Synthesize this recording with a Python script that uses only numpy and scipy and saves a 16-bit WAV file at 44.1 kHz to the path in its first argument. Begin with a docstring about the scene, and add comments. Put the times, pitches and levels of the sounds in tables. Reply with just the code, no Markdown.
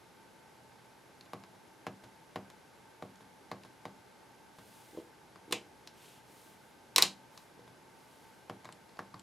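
"""A small room, a paper-covered bench: the keys of an old pocket calculator are pressed one by one.
Each key snaps down with a dull plastic tock and lifts with a faint tick; the slide switch gives the
loud clacks. Contacts ring case and room modes and rattle loose parts; knocks set the bench booming.
Between presses fingertips pat the case, its rubber feet slip and hands brush over the paper.
A fan hums quietly throughout, along with two faint, high electronic whistles."""
import sys
import numpy as np
from scipy import signal
from scipy.fft import rfft, irfft
from scipy.io import wavfile
from scipy.ndimage import uniform_filter1d

SR = 44100
rng = np.random.default_rng(int(sys.argv[2]) if len(sys.argv) > 2 else 0)


def store_wav(level_fs):
    """Save 16-bit WAV to argv[1]."""
    pcm = np.round(np.clip(np.atleast_2d(level_fs), -1, 1) * 32767)
    wavfile.write(sys.argv[1], SR, pcm.T.astype(np.int16))


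N = 406602
RING_TIME_S = np.arange(SR // 2) / SR
BLOW_TIME_S = RING_TIME_S[:4096]
SEAT_DELAY_S = 0.0008  # from contact to sound

# Table levels are relative; each source adds its own gain.
# fan and background hiss: (frequency [Hz], level [dB])
AIR_SPECTRUM = [(20, 5), (42, -4.5), (72, -3), (170, 1.5), (400, 2), (700, -3.5), (1200, -6), (2500, -11.5),
                (5500, -16), (9000, -21.5), (12500, -23.5), (13400, -29.5), (15500, -52)]
# fan hum and whines, then two high electronic whistles: (frequency [Hz], width [Hz], lift [dB])
STEADY_TONES = [(122.4, 4.4, 10), (809, 87, 4.96), (890.4, 55, 12.3), (1553, 81, 8.3), (2130, 150, 3.6),
                (11000, 370, 9), (12900, 270, 5.7)]
# left-right likeness of the background: (frequency [Hz], correlation [ratio])
BACKGROUND_CORRELATION = [(25, .4), (80, 0.92), (300, 0.44), (1000, 0.74), (3000, 0.62), (8000, 0.85),
                          (13000, 0.91)]

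# room standing waves: (frequency [Hz], width [Hz], level [dB])
ROOM_MODES = [(98.6, 5, -9.5), (117, 7.4, -3.5), (165, 6.7, -8), (197.5, 5.6, 0), (218.5, 6.5, -16),
              (267.5, 5.9, -8), (294, 14, -14), (340, 11, -7), (377, 13, -8), (428, 14.7, -21),
              (480, 15, -8), (562, 21, -30.5), (622, 23.2, -18), (990, 17, -27), (1023, 53, -31.5),
              (1160, 34, -15.5)]
# nearby surfaces: (delay [s], gain [ratio])
NEAR_ECHOES = [(.00187, 0.095), (.00495, 0.13), (.00663, 0.16), (0.0114, .07), (0.0161, 0.08)]
# room tail decay: (frequency [Hz], T60 [s])
TAIL_T60 = [(120, 0.78), (400, 0.36), (1000, 0.215), (2000, 0.2), (3300, 0.246), (7000, 0.22),
            (14000, 0.21)]
# room tail colour: (frequency [Hz], level [dB])
TAIL_SPECTRUM = [(80, -3), (300, 6.5), (650, 3.5), (1100, -1.5), (1800, -0.5), (2800, 0.5), (4100, -2.5),
                 (5000, -2), (7000, -0.5), (10000, -7), (15000, -11)]
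# room tail stereo width: (frequency [Hz], side over mid [dB])
TAIL_WIDTH = [(100, -25), (1000, -21), (2200, -28), (4000, -14), (8000, -11.5), (13000, -10)]

# sliding skin: (frequency [Hz], level [dB])
SKIN_SPECTRUM = [(300, -29), (1500, -1.5), (3000, 8), (5000, 1.5), (7500, 1.5), (9500, 2), (12500, -1.5),
                 (15000, -6), (16000, -20)]
# hand strokes: (start [s], length [s], level [dB], tilt [dB/octave])
HAND_STROKES = [(4.523, 0.59, -67, 2), (4.96, 0.062, -67, -4), (5.933, .3, -63.5, -0.5),
                (6.233, 0.38, -67, 2.5), (6.558, 0.26, -77, 3), (7.293, 0.21, -70.5, 1.5),
                (7.872, 0.63, -73, 1)]
# case on its rubber feet: (frequency [Hz], width [Hz], level [dB])
FEET_MODES = [(325, 53, 4.5), (481, 32, 0), (605, 120, -5.5), (1040, 143, -7)]
# feet slipping: (time [s], level [dB], pitch [Hz])
FEET_SLIPS = [(4.931, -56, 348), (4.947, -49.5, 400), (4.9727, -39, 505), (4.9792, -51, 470),
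              (4.9845, -41.5, 330), (4.997, -48, 600), (5.479, -52, 350), (5.492, -54, 360),
              (5.508, -43.5, 370), (5.525, -35, 396), (5.539, -41, 340), (6.9616, -45, 480),
              (6.982, -34, 480), (7.591, -53, 490)]
# bench top: (frequency [Hz], width [Hz], level [dB])
BENCH_MODES = [(118, 13, -9), (171.5, 14, -3), (196, 6, 0.5), (240, 16.1, -13)]

# plastic case: (frequency [Hz], width [Hz], level [dB])
CASE_MODES = [(171, 156, 3), (380, 860, -0.5), (556, 200, 1), (780, 176, -1.5), (1060, 150, -2),
              (1300, 130, -10), (1635, 500, -9), (2220, 700, -10.5), (2650, 220, -10), (3030, 370, -8.5),
              (3810, 300, -10.5), (4180, 500, -10), (5140, 420, -7.5), (5290, 260, -15.5), (6540, 650, -13),
              (7040, 190, -9), (8050, 310, -9), (8980, 610, -15), (10540, 580, -19), (11100, 480, -12),
              (13250, 580, -13)]
# rattle of loose parts: (frequency [Hz], level [dB])
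RATTLE_SPECTRUM = [(100, -30.5), (700, -20), (1300, 1.5), (2300, 3), (3000, -4.5), (3900, 2.5), (5500, 1),
                   (8000, -5), (12000, -6), (16000, -21)]
# loose key top: (frequency [Hz], width [Hz], level [dB])
KEY_TOP_MODES = [(3300, 310, -18), (4290, 180, -2.5), (4910, 260, -13), (7260, 500, 4), (10400, 650, -2)]
# switch slider: (frequency [Hz], width [Hz], level [dB])
SLIDER_MODES = [(2570, 170, -16), (3240, 160, -10), (3880, 160, -0.5), (4050, 170, 2.5), (4420, 300, -6),
                (5020, 380, 0.5), (5560, 410, -3), (6560, 200, -11), (7140, 220, -1), (8800, 515, -4),
                (10040, 280, -4.5), (11850, 400, -20), (12900, 660, -9)]
# metal strip under a key: (frequency [Hz], width [Hz], level [dB])
SPRING_MODES = [(11600, 350, -19), (11200, 750, 2.5), (12700, 400, -20)]

# fingertips landing on the case: (time [s], level [dB])
FINGER_PATS = [(1.546, -54), (2.0358, -46), (3.206, -50.5), (3.648, -47.5), (4.584, -46), (7.591, -55),
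               (7.675, -51)]
# keys springing back or ticking in their slots:
# (time [s], thump [dB], clack [dB], click [dB], snap pitch [Hz], snap peak [dB])
KEY_TICKS = [(1.2089, -66, -56, -55, 4100, 9), (1.2525, -72, -66, -64, 7000, 8),
             (1.259, -72, -66, -64, 4480, 3), (1.436, -66, -53, -57, 5600, 2),
             (2.039, -57, -63, -62, 5400, 6), (2.500, -72, -55, -52.5, 7000, 3),
             (3.156, -68, -65, -61, 6500, 6), (3.634, -68, -61, -54.5, 7300, 3),
             (5.357, -54, -49.5, -60.5, 4430, 4), (5.873, -67, -56, -46.5, 5370, 6.5),
             (7.375, -73, -55, -48, 6200, 5), (8.645, -53, -51.5, -56, 7200, 9.5),
             (8.653, -51.5, -43.5, -52.5, 4270, 5), (8.6884, -57, -45, -61, 3960, 6),
             (8.7236, -55, -62, -52.5, 8500, 12), (8.892, -74, -63, -65, 4200, 8),
             (8.9695, -61, -54, -62, 4200, 8), (9.1419, -44.5, -51, -57.5, 4580, 8),
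             (9.194, -58, -72, -55, 8000, 13.5)]
# keys rocking back under the finger: (time [s], tock [dB])
KEY_ROCKS = [(5.357, -55), (7.374, -52), (8.67, -56), (9.1399, -41.5)]
# switch catching and hitting its stops: (time [s], knock [dB], clack [dB], click [dB],
# snap pitch [Hz], snap peak [dB], chatter [s], slider ring [dB])
SWITCH_HITS = [(5.5093, -48, -47, -47, 1300, 10, .005, -10),
               (5.5232, -47, -39.5, -29.5, 3200, 10.5, .0011, -5),
               (5.5249, -37, -29.5, -29.5, 2500, 11.5, 0.0014, -5.5),
               (6.9602, -39, -28, -18.5, 5550, 3.5, .00087, -2.5),
               (6.9806, -36, -17, -18, 2100, 4, .002, -3), (7.0169, -70, -38, -36, 5200, 1, .0006, -5),
               (7.0223, -32, -24, -15.5, 4400, 4, .00095, 0.5), (7.0275, -45, -35, -35, 3100, 3, .0012, 0)]
# keys snapping down: (time [s], knock [dB], clack [dB], click [dB], snap pitch [Hz], tock [dB])
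KEY_PRESSES = [(1.3325, -41.5, -45.5, -53, 11000, -36.5), (1.866, -38, -38.5, -50, 2700, -43),
               (2.3575, -37.5, -36.5, -50.5, 3100, -41), (3.023, -41, -47.5, -58, 3400, -42.5),
               (3.5141, -40, -39.5, -51, 4400, -35.5), (3.8525, -42.5, -42.5, -54, 3700, -42),
               (8.4961, -41, -42.5, -54, 3100, -44), (8.99, -44, -39.5, -52.5, 1800, -37)]


def gain_of(db):
    """Decibels to amplitude."""
    return 10 ** (np.asarray(db) / 20)


def unit(x):
    """Scale to unit energy."""
    return x / np.sqrt(np.sum(x ** 2) + 1e-20)


def curve_at(points, hz):
    """Interpolate on a log-frequency axis."""
    point_hz, value = np.transpose(points)
    return np.interp(np.log(hz + 1), np.log(point_hz + 1), value)


def add(mix, time_s, sound):
    """Mix a sound in at time_s."""
    part = mix[round(time_s * SR):][:len(sound)]
    part += sound[:len(part)]


def shape(x, spectrum):
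    """Filter by a (frequency [Hz], level [dB]) curve."""
    hz = np.fft.rfftfreq(len(x), 1 / SR)
    return irfft(rfft(x) * gain_of(curve_at(spectrum, hz)), len(x))


def noise(spectrum, size):
    """Coloured noise, unit rms."""
    return unit(shape(rng.standard_normal(size), spectrum)) * np.sqrt(size)


def burst(x, spectrum, grain_hz):
    """Pitchless burst: flattened over bands grain_hz wide, coloured, faded; unit energy."""
    bins, hz = rfft(x), np.fft.rfftfreq(len(x), 1 / SR)
    power = abs(uniform_filter1d(abs(bins) ** 2, max(int(grain_hz / hz[1]), 1))) + 1e-12
    bins = bins / np.sqrt(power) * gain_of(curve_at(spectrum, hz))
    return unit(irfft(bins, len(x)) * np.linspace(1, 0, len(x)) ** 2)


def damped_sine(hz, width_hz, onset):
    """One mode's ring under an onset envelope; unit energy."""
    return unit(onset * np.sin(2 * np.pi * hz * RING_TIME_S) * np.exp(-np.pi * width_hz * RING_TIME_S))


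def mode_rings(modes, rise_s=0.00068):
    """Damped modes, one a row; neighbours swing in opposite directions."""
    onset = 1 - np.exp(-RING_TIME_S / rise_s)
    return np.array([-(-1) ** k * gain_of(db) * damped_sine(hz, width_hz, onset)
                     for k, (hz, width_hz, db) in enumerate(modes)])


def background(level_db):
    """Steady fan rush, hum and whines, plus faint electronic whistles; largely alike on both sides."""
    hz = np.fft.rfftfreq(N, 1 / SR)
    tones_db = sum(lift_db / (1 + (2 * (hz - centre_hz) / width_hz) ** 2)
                   for centre_hz, width_hz, lift_db in STEADY_TONES)
    colour = gain_of(curve_at(AIR_SPECTRUM, hz) + tones_db)
    likeness = curve_at(BACKGROUND_CORRELATION, hz)
    mid, side = rfft(rng.standard_normal((2, N))) * colour * np.sqrt([1 + likeness, 1 - likeness])
    pair = irfft(np.array([mid + side, mid - side]), N)
    return gain_of(level_db) * unit(pair) * np.sqrt(2 * N)


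def room(x, wet_db, build_s):
    """Direct sound, near echoes, then a short diffuse tail that differs slightly left to right."""
    hz, time_s, bands = signal.stft(rng.standard_normal((2, len(RING_TIME_S))), SR, nperseg=256)
    power = abs(uniform_filter1d(abs(bands) ** 2, size=7, axis=-1))
    bands = bands / np.sqrt(power + 1e-20)  # no band rings out over the others
    bands = bands * gain_of(-60 * time_s / curve_at(TAIL_T60, hz)[:, None])
    build = 1 - np.exp(-(RING_TIME_S / build_s) ** 2)
    tails = signal.istft(bands, SR, nperseg=256)[1][:, :len(build)] * build
    mid, side = (gain_of(wet_db) * burst(tail, TAIL_SPECTRUM, grain_hz=300) for tail in tails)
    side = shape(side, TAIL_WIDTH)
    mid[0] += 1  # direct path
    for delay_s, gain in NEAR_ECHOES:
        add(mid, delay_s, np.array([gain]))
    out = np.zeros((2, N))
    first, last = np.flatnonzero(x)[[0, -1]]
    for channel, response in zip(out, (mid + side, mid - side)):
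        add(channel, first / SR, signal.fftconvolve(x[first:last], response))
    return out


def hands(level_db, pivot_hz=8000):
    """Skin slides over paper and case: an uneven hiss that follows the speed of each stroke."""
    out = np.zeros(N)
    for start_s, length_s, stroke_db, tilt_db_per_octave in HAND_STROKES:
        progress = np.linspace(0, 1, round(length_s * SR))
        speed = abs(np.sin(np.pi * progress ** 0.89))  # one skewed arch
        colour = [(hz, db + tilt_db_per_octave * np.log2(hz / pivot_hz)) for hz, db in SKIN_SPECTRUM]
        grip_db = 0.68 * noise([(20, 8), (150, 2), (600, -60)], len(speed))
        envelope = speed ** 0.92 * gain_of(stroke_db + grip_db + level_db)
        add(out, start_s, noise(colour, len(speed)) * envelope)
    return out


def rubber_feet(level_db, falloff_db_per_octave=-10):
    """The feet slip in jerks; each dull knock favours the modes nearest its pitch."""
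    out, rings = np.zeros(N), mode_rings(FEET_MODES)
    mode_hz = np.transpose(FEET_MODES)[0]
    for time_s, slip_db, slip_hz in FEET_SLIPS:
        distance_octaves = abs(np.log2(mode_hz / slip_hz))
        add(out, time_s, gain_of(slip_db + level_db + falloff_db_per_octave * distance_octaves) @ rings)
    return out


def bench(knocks, level_db, swell_s):
    """Knocks sink into the bench; its low boom swells and dies away."""
    out = np.zeros(N)
    swell = 1 - np.exp(-(RING_TIME_S / swell_s) ** 2)
    boom = sum(gain_of(db) * damped_sine(hz, width_hz, swell) for hz, width_hz, db in BENCH_MODES)
    for time_s, knock_db, *_ in knocks:
        add(out, time_s, gain_of(knock_db + level_db) * boom)
    return out


def contact_force(thump_db, knock_db, clack_db, click_db, snap_hz, snap_db, top_db, snap_octaves=0.22):
    """Force spectrum of one contact, bass thump to treble click, with a peak at the snap pitch."""
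    hz = np.geomspace(100, 16000, 80)
    outline = [(200, thump_db), (350, knock_db), (700, knock_db), (1050, clack_db),
               (1550, clack_db - 2.5), (3100, click_db), (9200, click_db + top_db)]
    peak_db = snap_db * np.exp(-(np.log2(hz / snap_hz) / snap_octaves) ** 2)
    return np.column_stack([hz, curve_at(outline, hz) + peak_db])


def drive(force, modes):
    """How hard the force pushes each mode."""
    return gain_of(curve_at(force, np.transpose(modes)[0]))


def chatter(force, chatter_s):
    """Loose parts rattle briefly, driven by the same force as the case."""
    hz, force_db = force.T
    rattle_db = force_db + curve_at(RATTLE_SPECTRUM, hz)
    strength = np.sqrt(np.average(gain_of(rattle_db) ** 2, weights=hz))
    age = BLOW_TIME_S / chatter_s
    rattle = rng.standard_normal(len(age)) * age * np.exp(-age)
    return strength * burst(rattle, np.column_stack([hz, rattle_db]), grain_hz=258)


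def strikes(blows, level_db, top_db, rattle_db, boom_db, wet_db, part=SPRING_MODES, part_db=-100):
    """Each blow rings the case and the struck part, rattles loose parts and wakes the room modes."""
    case, loose, boom, ring = np.zeros((4, N))
    case_rings, room_rings, part_rings = map(mode_rings, (CASE_MODES, ROOM_MODES, part))
    for time_s, *contact, chatter_s in blows:
        force = contact_force(*contact, top_db)
        start_s = time_s + SEAT_DELAY_S
        add(case, start_s, drive(force, CASE_MODES) @ case_rings)
        add(loose, start_s, gain_of(rattle_db) * chatter(force, chatter_s))
        add(ring, start_s, gain_of(part_db) * drive(force, part) @ part_rings)
        add(boom, start_s, gain_of(boom_db) * drive(force, ROOM_MODES) @ room_rings)
    room_share = 0.14  # of the part's ring; the rest beams at the microphone
    # case and loose parts radiate along different paths
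    spread = sum(room(x, wet_db, build_s=0.0014) for x in (case + room_share * ring, loose))
    return gain_of(level_db) * (spread + (1 - room_share) * ring + boom)


def finger_pats(snap_hz=3420, snap_db=9, chatter_s=0.0041):
    """Fingertips land softly: mostly thump, little click."""
    blows = [(time_s, db, db - 4.5, db - 2, db - 13, snap_hz, snap_db, chatter_s)
             for time_s, db in FINGER_PATS]
    return strikes(blows, level_db=14.5, top_db=-1.5, rattle_db=10.5, boom_db=4.0, wet_db=-7.5)


def key_ticks(chatter_s=0.0011):
    """Light, bright contacts: a key springs back or ticks in its slot."""
    blows = [(time_s, thump_db, clack_db - 4.5, clack_db, *treble, chatter_s)
             for time_s, thump_db, clack_db, *treble in KEY_TICKS]
    return strikes(blows, level_db=18.0, top_db=-10.0, rattle_db=9.0, boom_db=0.5, wet_db=-10.5,
                   part=KEY_TOP_MODES, part_db=-9.5)


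def key_tocks(start_hz=1210, length_s=0.005, sag_ratio=0.22):
    """A moving key sounds a hollow note, sagging in pitch until the finger stops it."""
    out = np.zeros(N)
    progress = np.minimum(BLOW_TIME_S / length_s, 1)
    pitch_hz = start_hz * (1 - sag_ratio * progress)
    note = np.sin(2 * np.pi * np.cumsum(pitch_hz) / SR) * np.sqrt(abs(np.sin(np.pi * progress)))
    for time_s, *_, tock_db in KEY_PRESSES + KEY_ROCKS:
        add(out, time_s + SEAT_DELAY_S, gain_of(tock_db) * note)
    return out


def slide_switch():
    """The switch clacks against its stops and its slider rings; each clack scatters differently."""
    out = np.zeros((2, N))
    for time_s, knock_db, *rest, ring_db in SWITCH_HITS:
        blow = (time_s, knock_db - 12.5, knock_db, *rest)
        out += strikes([blow], level_db=16.5, top_db=-2.0, rattle_db=6.0, boom_db=3.5, wet_db=-7.0,
                       part=SLIDER_MODES, part_db=ring_db)
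    return out


def key_presses(snap_db=4.5, snap_chatter_s=0.001, rub_delay_s=0.0049, rub_chatter_s=0.0022):
    """Each key snaps down with a dull knock, pings its spring, then rubs home with a faint crunch."""
    blows = []
    for time_s, knock_db, clack_db, click_db, snap_hz, _ in KEY_PRESSES:
        body_db = np.array([knock_db - 4.5, knock_db, clack_db])
        snap = (time_s, *body_db, click_db, snap_hz, snap_db, snap_chatter_s)
        rub = (time_s + rub_delay_s, *(body_db - 28), click_db - 7, snap_hz, snap_db, rub_chatter_s)
        blows += [snap, rub]
    return strikes(blows, level_db=22.0, top_db=-11.0, rattle_db=9.0, boom_db=2.0, wet_db=-10.5,
                   part=SPRING_MODES, part_db=-4.5)


def scene():
    """Calculator, bench and hands over the steady background."""
    slips = room(rubber_feet(level_db=22.5), wet_db=-15.0, build_s=0.0036)
    tocks = room(key_tocks(), wet_db=-7.0, build_s=0.0025)
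    booms = bench(SWITCH_HITS, level_db=4.0, swell_s=0.064)
    booms += bench(KEY_PRESSES, level_db=2.0, swell_s=0.049)
    calculator = key_presses() + tocks + key_ticks() + finger_pats() + slide_switch() + slips
    return calculator + booms + hands(level_db=2.5) + background(level_db=-58.5)


def record(dry, ceiling=0.42, low_cut_hz=67, high_cut_hz=16500):
    """The microphone rounds off the loudest peaks and sheds deep bass; then the band limit."""
    rounded = ceiling * np.tanh(dry / ceiling)
    thin = signal.sosfilt(signal.butter(2, low_cut_hz, "highpass", fs=SR, output="sos"), rounded)
    lowpass = signal.firwin(255, high_cut_hz, window=("kaiser", 9), fs=SR)
    return signal.oaconvolve(thin, lowpass[None], "same")


dry = scene()
out = record(dry)
store_wav(out)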